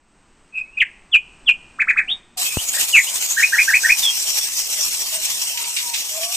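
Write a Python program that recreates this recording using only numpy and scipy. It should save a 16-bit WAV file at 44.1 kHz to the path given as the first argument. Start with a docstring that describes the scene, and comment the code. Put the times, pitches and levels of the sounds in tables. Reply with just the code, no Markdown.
"""A small bird chirps and whistles close by: gliding tones, each answered by hard tiled walls.
A few faint hoots, wavering tones blurred by echo, then sound far off now and again over a faint room rush.
Steam hisses out from under a pressure cooker's weight valve: jet noise and gap resonances, rocked and surging.
Just after it starts, one dull knock bumps the microphone; water spits in coarse bursts, mostly near the end.
The bird falls silent before the end, while the hiss, the spitting and the hoots go on."""
import sys
import numpy as np
from scipy import signal
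from scipy.fft import rfft, irfft, next_fast_len
from scipy.io import wavfile
from scipy.ndimage import uniform_filter1d, minimum_filter1d, map_coordinates

SR = 44100
rng = np.random.default_rng(int(sys.argv[2]) if len(sys.argv) > 2 else 0)


def master(y):
    """Save y as 16-bit WAV."""
    cut = np.clip(np.atleast_2d(y).T, -1, 1)
    pcm = np.round(cut * 32767)  # scale
    wavfile.write(sys.argv[1], SR, pcm.astype(np.int16))


N = 280476


def amp(db):
    """Decibels to gain."""
    return 10 ** (np.asarray(db) / 20)


def unit(x):
    """Scaled to rms 1."""
    return x / np.sqrt(np.mean(x ** 2) + 1e-20)


def colour(points):
    """EQ curve: gain over frequency from (f/Hz, level/dB) points on a log axis."""
    f, db = np.transpose(points)
    return lambda hz: amp(np.interp(np.log(hz + 1), np.log(f + 1), db))


def automation(rows):
    """Straight-line automation: one value per sample for each column after t/s."""
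    s, *columns = np.transpose(rows)
    return [np.interp(np.arange(N) / SR, s, column) for column in columns]


def swells(rows):
    """A dB curve of smooth bumps from (middle t/s, length t/s, level/dB) rows."""
    t = np.arange(N) / SR
    return sum(db * np.cos(np.pi * np.clip((t - s) / length, -.5, .5)) ** 2 for s, length, db in rows)


def wobble(rate):
    """A smooth random curve, rate knots a second."""
    knots = rng.standard_normal(int(N * rate / SR) + 4)
    return map_coordinates(knots, [np.arange(N) * rate / SR])


def filtered(x, response):
    """x times a complex response of frequency."""
    m = next_fast_len(N + SR // 2)
    spectrum = rfft(x, m) * response(np.fft.rfftfreq(m, 1 / SR))
    return irfft(spectrum, m)[..., :N]


def add(track, s, x):
    """Mix x into the track from time s."""
    start = round(s * SR)
    track[start:start + len(x)] += x[:max(N - start, 0)]


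def walls(x, early_db, early_t60, late_db, late_t60, reflections=900):
    """Direct sound, sparse quick wall reflections (so many a second) and a dense longer tail, at x's energy."""
    t = np.arange(SR // 2) / SR
    decay = amp(-60 * t / np.array([[early_t60], [late_t60]]))
    early, late = rng.standard_normal((2, len(t))) * (t > .003) * decay
    early = early * (rng.random(len(t)) < reflections / SR)
    echo = amp(early_db) * early / np.linalg.norm(early) + amp(late_db) * late / np.linalg.norm(late)
    wet = signal.fftconvolve(x, echo + (t == 0))
    return wet * np.linalg.norm(x) / np.linalg.norm(wet)


# the room's level: t/s, level/dB
ROOM_LEVEL = [(0, -58.5), (.4, -54), (2.18, -48), (2.23, -54.5), (3.4, -59), (4.6, -55), (5.4, -59),
              (6.36, -82)]
# the room's noise colour: f/Hz, relative level/dB (per Hz)
ROOM_COLOUR = [(25, 3.5), (60, -3.5), (100, -12), (200, -6.5), (370, -10), (500, -16), (950, -12.5),
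               (2200, -19), (2650, -18), (3500, -25.5), (5200, -27), (7400, -26), (8300, -15.5),
               (9300, -52)]


def kitchen():
    """The faint rush of the kitchen: coloured noise whose level rises, drops and finally sinks."""
    room_db, = automation(ROOM_LEVEL)
    rush = unit(filtered(rng.standard_normal(N), colour(ROOM_COLOUR)))
    return amp(room_db + 0.91 * wobble(6)) * rush


# far hoots: start t/s, length t/s, first f/Hz, last f/Hz, level/dB
HOOTS = [(2.04, .13, 740, 765, -54), (2.36, .07, 755, 720, -40), (5.11, .1, 650, 615, -42),
         (5.52, .22, 955, 960, -42), (5.81, .16, 980, 915, -40), (6.09, .32, 600, 760, -37),
         (6.2, .18, 1150, 1160, -47)]


def hoots():
    """Soft, wavering tones that have come a long way, blurred by echo."""
    out = np.zeros(N)
    for s, length, first_hz, last_hz, db in HOOTS:
        size = int(length * SR)
        hz = np.linspace(first_hz, last_hz, size) * (1 + .02 * wobble(130)[:size])
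        swell = amp(db) * np.sqrt(2) * signal.windows.tukey(size, .5)
        tone = swell * np.sin(2 * np.pi * np.cumsum(hz) / SR)
        add(out, s, walls(tone, early_db=-7, early_t60=.12, late_db=-10, late_t60=.3))
    return out


def knock(s=2.5711, thump_hz=76, thump_db=-10, t60=0.038, tap_db=-10, tap_time=0.00032, lean_db=2):
    """A bump on the microphone's body: a sharp push and a heavily damped low swing, louder at the left."""
    out, t = np.zeros(N), np.arange(SR // 8) / SR
    onset = 1 - np.exp(-t / tap_time)
    swing = amp(thump_db - 60 * t / t60) * np.cos(2 * np.pi * thump_hz * t + 1.2) * onset
    tap = amp(tap_db) * t / tap_time * np.exp(1 - t / tap_time)
    add(out, s, swing + tap)
    return out * amp([[lean_db], [-lean_db]])


def patches(x, patchy_db):
    """Patches of the noise some hundred Hz wide and tens of ms long swell and fade."""
    z = signal.stft(x, nperseg=512)[2]
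    field = uniform_filter1d(rng.standard_normal(z.shape[1:]), size=4, axis=0)  # across frequency
    field = uniform_filter1d(field, size=9, axis=1)  # across time
    return signal.istft(z * amp(patchy_db * unit(field)), nperseg=512)[1][:, :N]


# share of the power that comes straight from the valve: f/Hz, share (0 to 1)
DIRECT_SHARE = [(500, 0.17), (2700, 0.67), (5500, 0.37), (7500, 0.18), (9000, 0.038)]
# the valve's pan: f/Hz, left minus right level/dB
SIDE_LEAN = [(500, 5), (2500, -3), (4500, 1.5), (7000, 1.5), (12000, -.6)]


def from_valve(response, lag_ms=0.14, patchy_db=3.0, alike=0.4):
    """Stereo noise of rms 1: the direct part reaches the left port first, the rest is diffuse."""
    share = lambda hz: np.clip(np.interp(hz, *np.transpose(DIRECT_SHARE)), 0, 1)
    sides = np.array([[.5], [-.5]])
    lead = lambda hz: np.exp(2j * np.pi * hz * lag_ms / 1000 * sides)
    direct = filtered(rng.standard_normal(N), lambda hz: np.sqrt(share(hz)) * lead(hz))
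    common = np.clip(alike, 0, 1)
    diffuse = np.sqrt(common) * rng.standard_normal(N) + np.sqrt(1 - common) * rng.standard_normal((2, N))
    pair = direct + filtered(diffuse, lambda hz: np.sqrt(1 - share(hz)))
    return unit(filtered(patches(pair, patchy_db), lambda hz: response(hz) * colour(SIDE_LEAN)(hz) ** sides))


# wet spurts: t/s, level/dB, t60 t/s
SPURTS = [(2.449, -27, 0.18), (4.382, -34, 0.064), (5.571, -20.5, 0.17), (5.638, -23, 0.19),
          (5.763, -15.5, .2), (5.787, -25, 0.07), (5.936, -17.5, 0.22), (6.23, -23, 0.13)]
# the spurts' noise colour: f/Hz, relative level/dB (per Hz)
SPRAY_COLOUR = [(300, -51), (1500, -12), (2500, 9), (4500, 3), (8000, -1), (15000, -32)]


def spits(rise=0.0028, rough_db=1.5):
    """Drops of water blown through the gap burst into short, coarse spurts."""
    burst, t = np.zeros(N), np.arange(SR // 4) / SR
    for s, db, t60 in SPURTS:
        add(burst, s, amp(db - 60 * t / t60) * (1 - np.exp(-t / rise)))
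    return burst * amp(rough_db * wobble(500)) * from_valve(colour(SPRAY_COLOUR))


STEAM_ON = 2.37  # s
PINCH_DB = 3  # typical dip of the jet at each rock of the weight
# steam pressure: t/s, level/dB
PRESSURE = [(2.39, -25.5), (2.7, -24.5), (3.6, -25.5), (4.4, -24.5), (5.2, -25.5), (5.9, -27.5),
            (6.36, -25.5)]
# rocking of the weight: t/s, f/Hz (rocks a second)
ROCKING = [(2.37, 14.2), (2.8, 14.24), (3.1, 10.95), (3.5, 12.8), (3.95, 18.8), (4.4, 13.6), (4.8, 14.12),
           (5.15, 13.53), (5.5, 9.5), (5.9, 10.86), (6.36, 6.5)]
# the weight lifts (+) or sinks onto its seat (-): middle t/s, length t/s, change of level/dB
SURGES = [(2.44, 0.12, 5), (2.59, 0.13, -4.5), (2.795, 0.12, 4.5), (4.385, 0.046, 5), (4.52, 0.098, -5),
          (4.645, 0.054, -4.5), (5.73, 0.066, -4.5), (6.2, 0.059, -3), (6.27, 0.039, -6)]


def flow():
    """Steam level (dB): a slowly varying pressure, surges, and a slightly uneven pinch at each rock."""
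    pressure_db, = automation(PRESSURE)
    rate, = automation(ROCKING)
    steaming = np.arange(N) / SR > STEAM_ON
    turns = np.cumsum(rate * steaming) / SR + .06 * wobble(12)
    pinch = np.cos(np.pi * turns) ** 4 * (1 + .3 * wobble(10))
    return pressure_db + swells(SURGES) - PINCH_DB * pinch


# resonances of the gap under the weight: f/Hz, width f/Hz
GAP = [(5650, 730), (6850, 630), (8250, 790)]
# trim of each gap resonance, in the same order: level/dB
GAP_TRIM = [0, -6.5, -1]
# ride of the lowest resonance: t/s, level/dB
LOW_RING = [(2.4, -16), (3.05, -18), (3.3, -3), (4.2, 2.5), (6.36, -1.5)]
# a resonance flares up towards a whistle: middle t/s, length t/s, gain level/dB, resonance f/Hz
FLARES = [(2.69, 0.11, 12.5, 6850), (2.984, 0.25, 15.5, 6850), (3.327, 0.35, 12.5, 6850),
          (3.988, .2, 5.5, 5650), (4.82, 0.068, 9.5, 5650)]


def ringing():
    """Relative level (dB) of each gap resonance as it flares; the lowest one also builds up."""
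    build_db, = automation(LOW_RING)
    levels = []
    for (centre, width), db in zip(GAP, GAP_TRIM):
        own_flares = [row[:3] for row in FLARES if abs(row[3] - centre) < width]
        levels.append(db + swells(own_flares))
    return [levels[0] + build_db] + levels[1:]


# the jet's noise colour: f/Hz, relative level/dB (per Hz)
JET_COLOUR = [(60, -21), (300, -20), (500, -15.5), (900, -9.5), (1500, -14.5), (2000, -8), (2700, 0.5),
              (3700, -2), (5000, -1.5), (8000, 1), (9700, -8.5), (11500, -3.5), (15000, -7.5)]


def steam(jet_db=2.5, gap_db=-4, flutter_db=1.18, sputter_db=0.98, opening=0.0085):
    """A turbulent jet and the resonances of its gap, all fluttering as the weight rocks on its seat."""
    flow_db = flow()
    opened = np.clip((np.arange(N) / SR - STEAM_ON) / opening, 0, 1)
    drift_db = .7 * wobble(22)
    hiss = amp(jet_db + drift_db) * from_valve(colour(JET_COLOUR))
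    for (centre, width), edge_db in zip(GAP, ringing()):
        ring = from_valve(lambda hz: 1 / (1 + ((hz - centre) / width) ** 2) ** 2)
        hiss = hiss + amp(gap_db + edge_db + 1.03 * wobble(14)) * ring
    return opened * amp(flow_db + flutter_db * wobble(45) + sputter_db * wobble(190)) * hiss


def glide(length, attack, release, depth_db, pitches):
    """Pitch (Hz) and level (dB) of a note: one smooth bend under attack, hold and release."""
    t = np.arange(int(length * SR)) / SR
    bend = np.polyfit(np.linspace(0, 1, len(pitches)), pitches, len(pitches) - 1)
    fade = np.maximum(1 - t / attack, 0) ** 2 + np.maximum(1 - (length - t) / release, 0) ** 2
    return np.polyval(bend, t / length), -depth_db * fade


# kinds of note: length t/s, attack t/s, release t/s, depth of both fades level/dB,
# [pitch f/Hz at even steps through the note]
WHISTLE = (0.13, 0.062, 0.076, 37, [2550, 2560, 2530, 2540])
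PIP = (.028, 0.014, 0.028, 26, [2470, 2530, 2860])
FLICK = (0.033, 0.0081, .02, 33, [3660, 2080, 1630])
TEW = (0.064, .033, .027, 45, [3420, 3240, 2654, 2420, 2460])
CHIP = (.041, 0.026, 0.0063, 23, [1210, 1798, 2504, 2236, 1340])
RISE = (0.067, 0.028, 0.032, 20, [2100, 3500, 3620])
FALL = (.075, 0.028, 0.031, 25, [3090, 2400, 1720])
SEEP = (.088, 0.02, 0.027, 20, [3760, 3340, 3240])
TICK = (0.02, 0.002, 0.017, 16, [1400, 1900, 1470])
PEEP = (0.03, 0.011, 0.026, 17, [2780, 3040, 3640])
SLIDE = (0.16, .02, .04, 12, [2100, 2660, 3000])
WARBLE = (.038, 0.015, 0.0086, 15, [1757, 1620, 1874, 1768, 1436])
LIFT = (.049, 0.025, .025, 21.7, [1540, 1930, 2452, 2440, 2800])
# single notes: t/s, level/dB, kind of note
CALL = [(.522, -21, WHISTLE), (.645, -52, SLIDE), (.769, -11, PIP), (.801, -8, FLICK), (1.114, -5.5, TEW),
        (1.458, -6, TEW), (1.786, -12, CHIP), (1.871, -10, CHIP), (1.959, -10.5, CHIP),
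        (2.073, -17.5, RISE), (2.42, -29, WHISTLE), (2.49, -38, SLIDE), (2.578, -22.5, PEEP),
        (2.739, -28, TICK), (2.772, -24.5, TICK), (2.925, -4.5, FALL), (3.066, -23.5, PEEP),
        (4.02, -15.5, SEEP)]
# a run of two-note calls, each a low warble and then a lift: t/s, level/dB of the lift
RUN = [(3.365, -8), (3.522, -7), (3.675, -7), (3.832, -6.5)]
LIFT_AFTER_S, WARBLE_DB = 0.048, -6  # from warble to lift; the warble against the lift


def notes():
    """All notes as (t/s, level/dB, kind), the run spelled out."""
    warbles = [(s, db + WARBLE_DB, WARBLE) for s, db in RUN]
    lifts = [(s + LIFT_AFTER_S, db, LIFT) for s, db in RUN]
    return CALL + warbles + lifts


# colour of the noisy splatter on loud notes: f/Hz, relative level/dB (per Hz)
SPLATTER_COLOUR = [(25, 9.5), (45, 0.5), (80, -11), (150, -20), (600, -16), (1500, 5), (3000, 2),
                   (5000, -10), (6500, -14), (8500, -8), (9400, -69.5)]


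def bird(second_db=-52, third_db=-32, splatter_db=-21, jitter=0.0097, third_hz=7100, third_width_hz=800):
    """Gliding tones; loud ones get more broadband splatter and a third harmonic, strongest near 7 kHz."""
    song, loudness = np.zeros(N), np.zeros(N)
    for s, db, kind in notes():
        hz, level_db = glide(*kind)
        size = len(hz)
        phase = 2 * np.pi * np.cumsum(hz * (1 + jitter * wobble(401)[:size])) / SR
        loud = amp(db + level_db) * signal.windows.tukey(size, .08)
        emphasis = 1 / (1 + ((3 * hz - third_hz) / third_width_hz) ** 4)
        third = np.sqrt(loud) * emphasis * np.sin(3 * phase)
        overtones = amp(second_db) * np.sin(2 * phase) + amp(third_db) * third
        tone = np.sin(phase) + overtones * (1 + wobble(900)[:size])  # the overtones are hoarse
        voice = np.sqrt(2) * loud * tone
        add(song, s, walls(voice, early_db=-1.0, early_t60=0.11, late_db=-24.0, late_t60=0.76))
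        add(loudness, s + 0.0072, loud * np.sqrt(loud))  # the splatter comes a little late
    grain_db = 3 * wobble(300)
    splatter = unit(filtered(rng.standard_normal(N), colour(SPLATTER_COLOUR)))
    return song + amp(splatter_db + grain_db) * loudness * splatter


def scene():
    """Bird, hoots and room in the middle, the cooker a little to the left."""
    return kitchen() + hoots() + knock() + spits() + steam() + bird()


TOP_HZ = 15300  # upper end of the band


def record(dry, ceiling=1.0):
    """A fast limiter holds any peaks over the ceiling, then a steep low-pass ends the band."""
    needed = np.minimum(1, ceiling / (np.abs(dry).max(axis=0) + 1e-9))
    gain = uniform_filter1d(minimum_filter1d(needed, size=130), size=130)
    return filtered(dry * gain, lambda hz: 1 / (1 + (hz / TOP_HZ) ** 240))


dry = scene()
out = record(dry)
master(out)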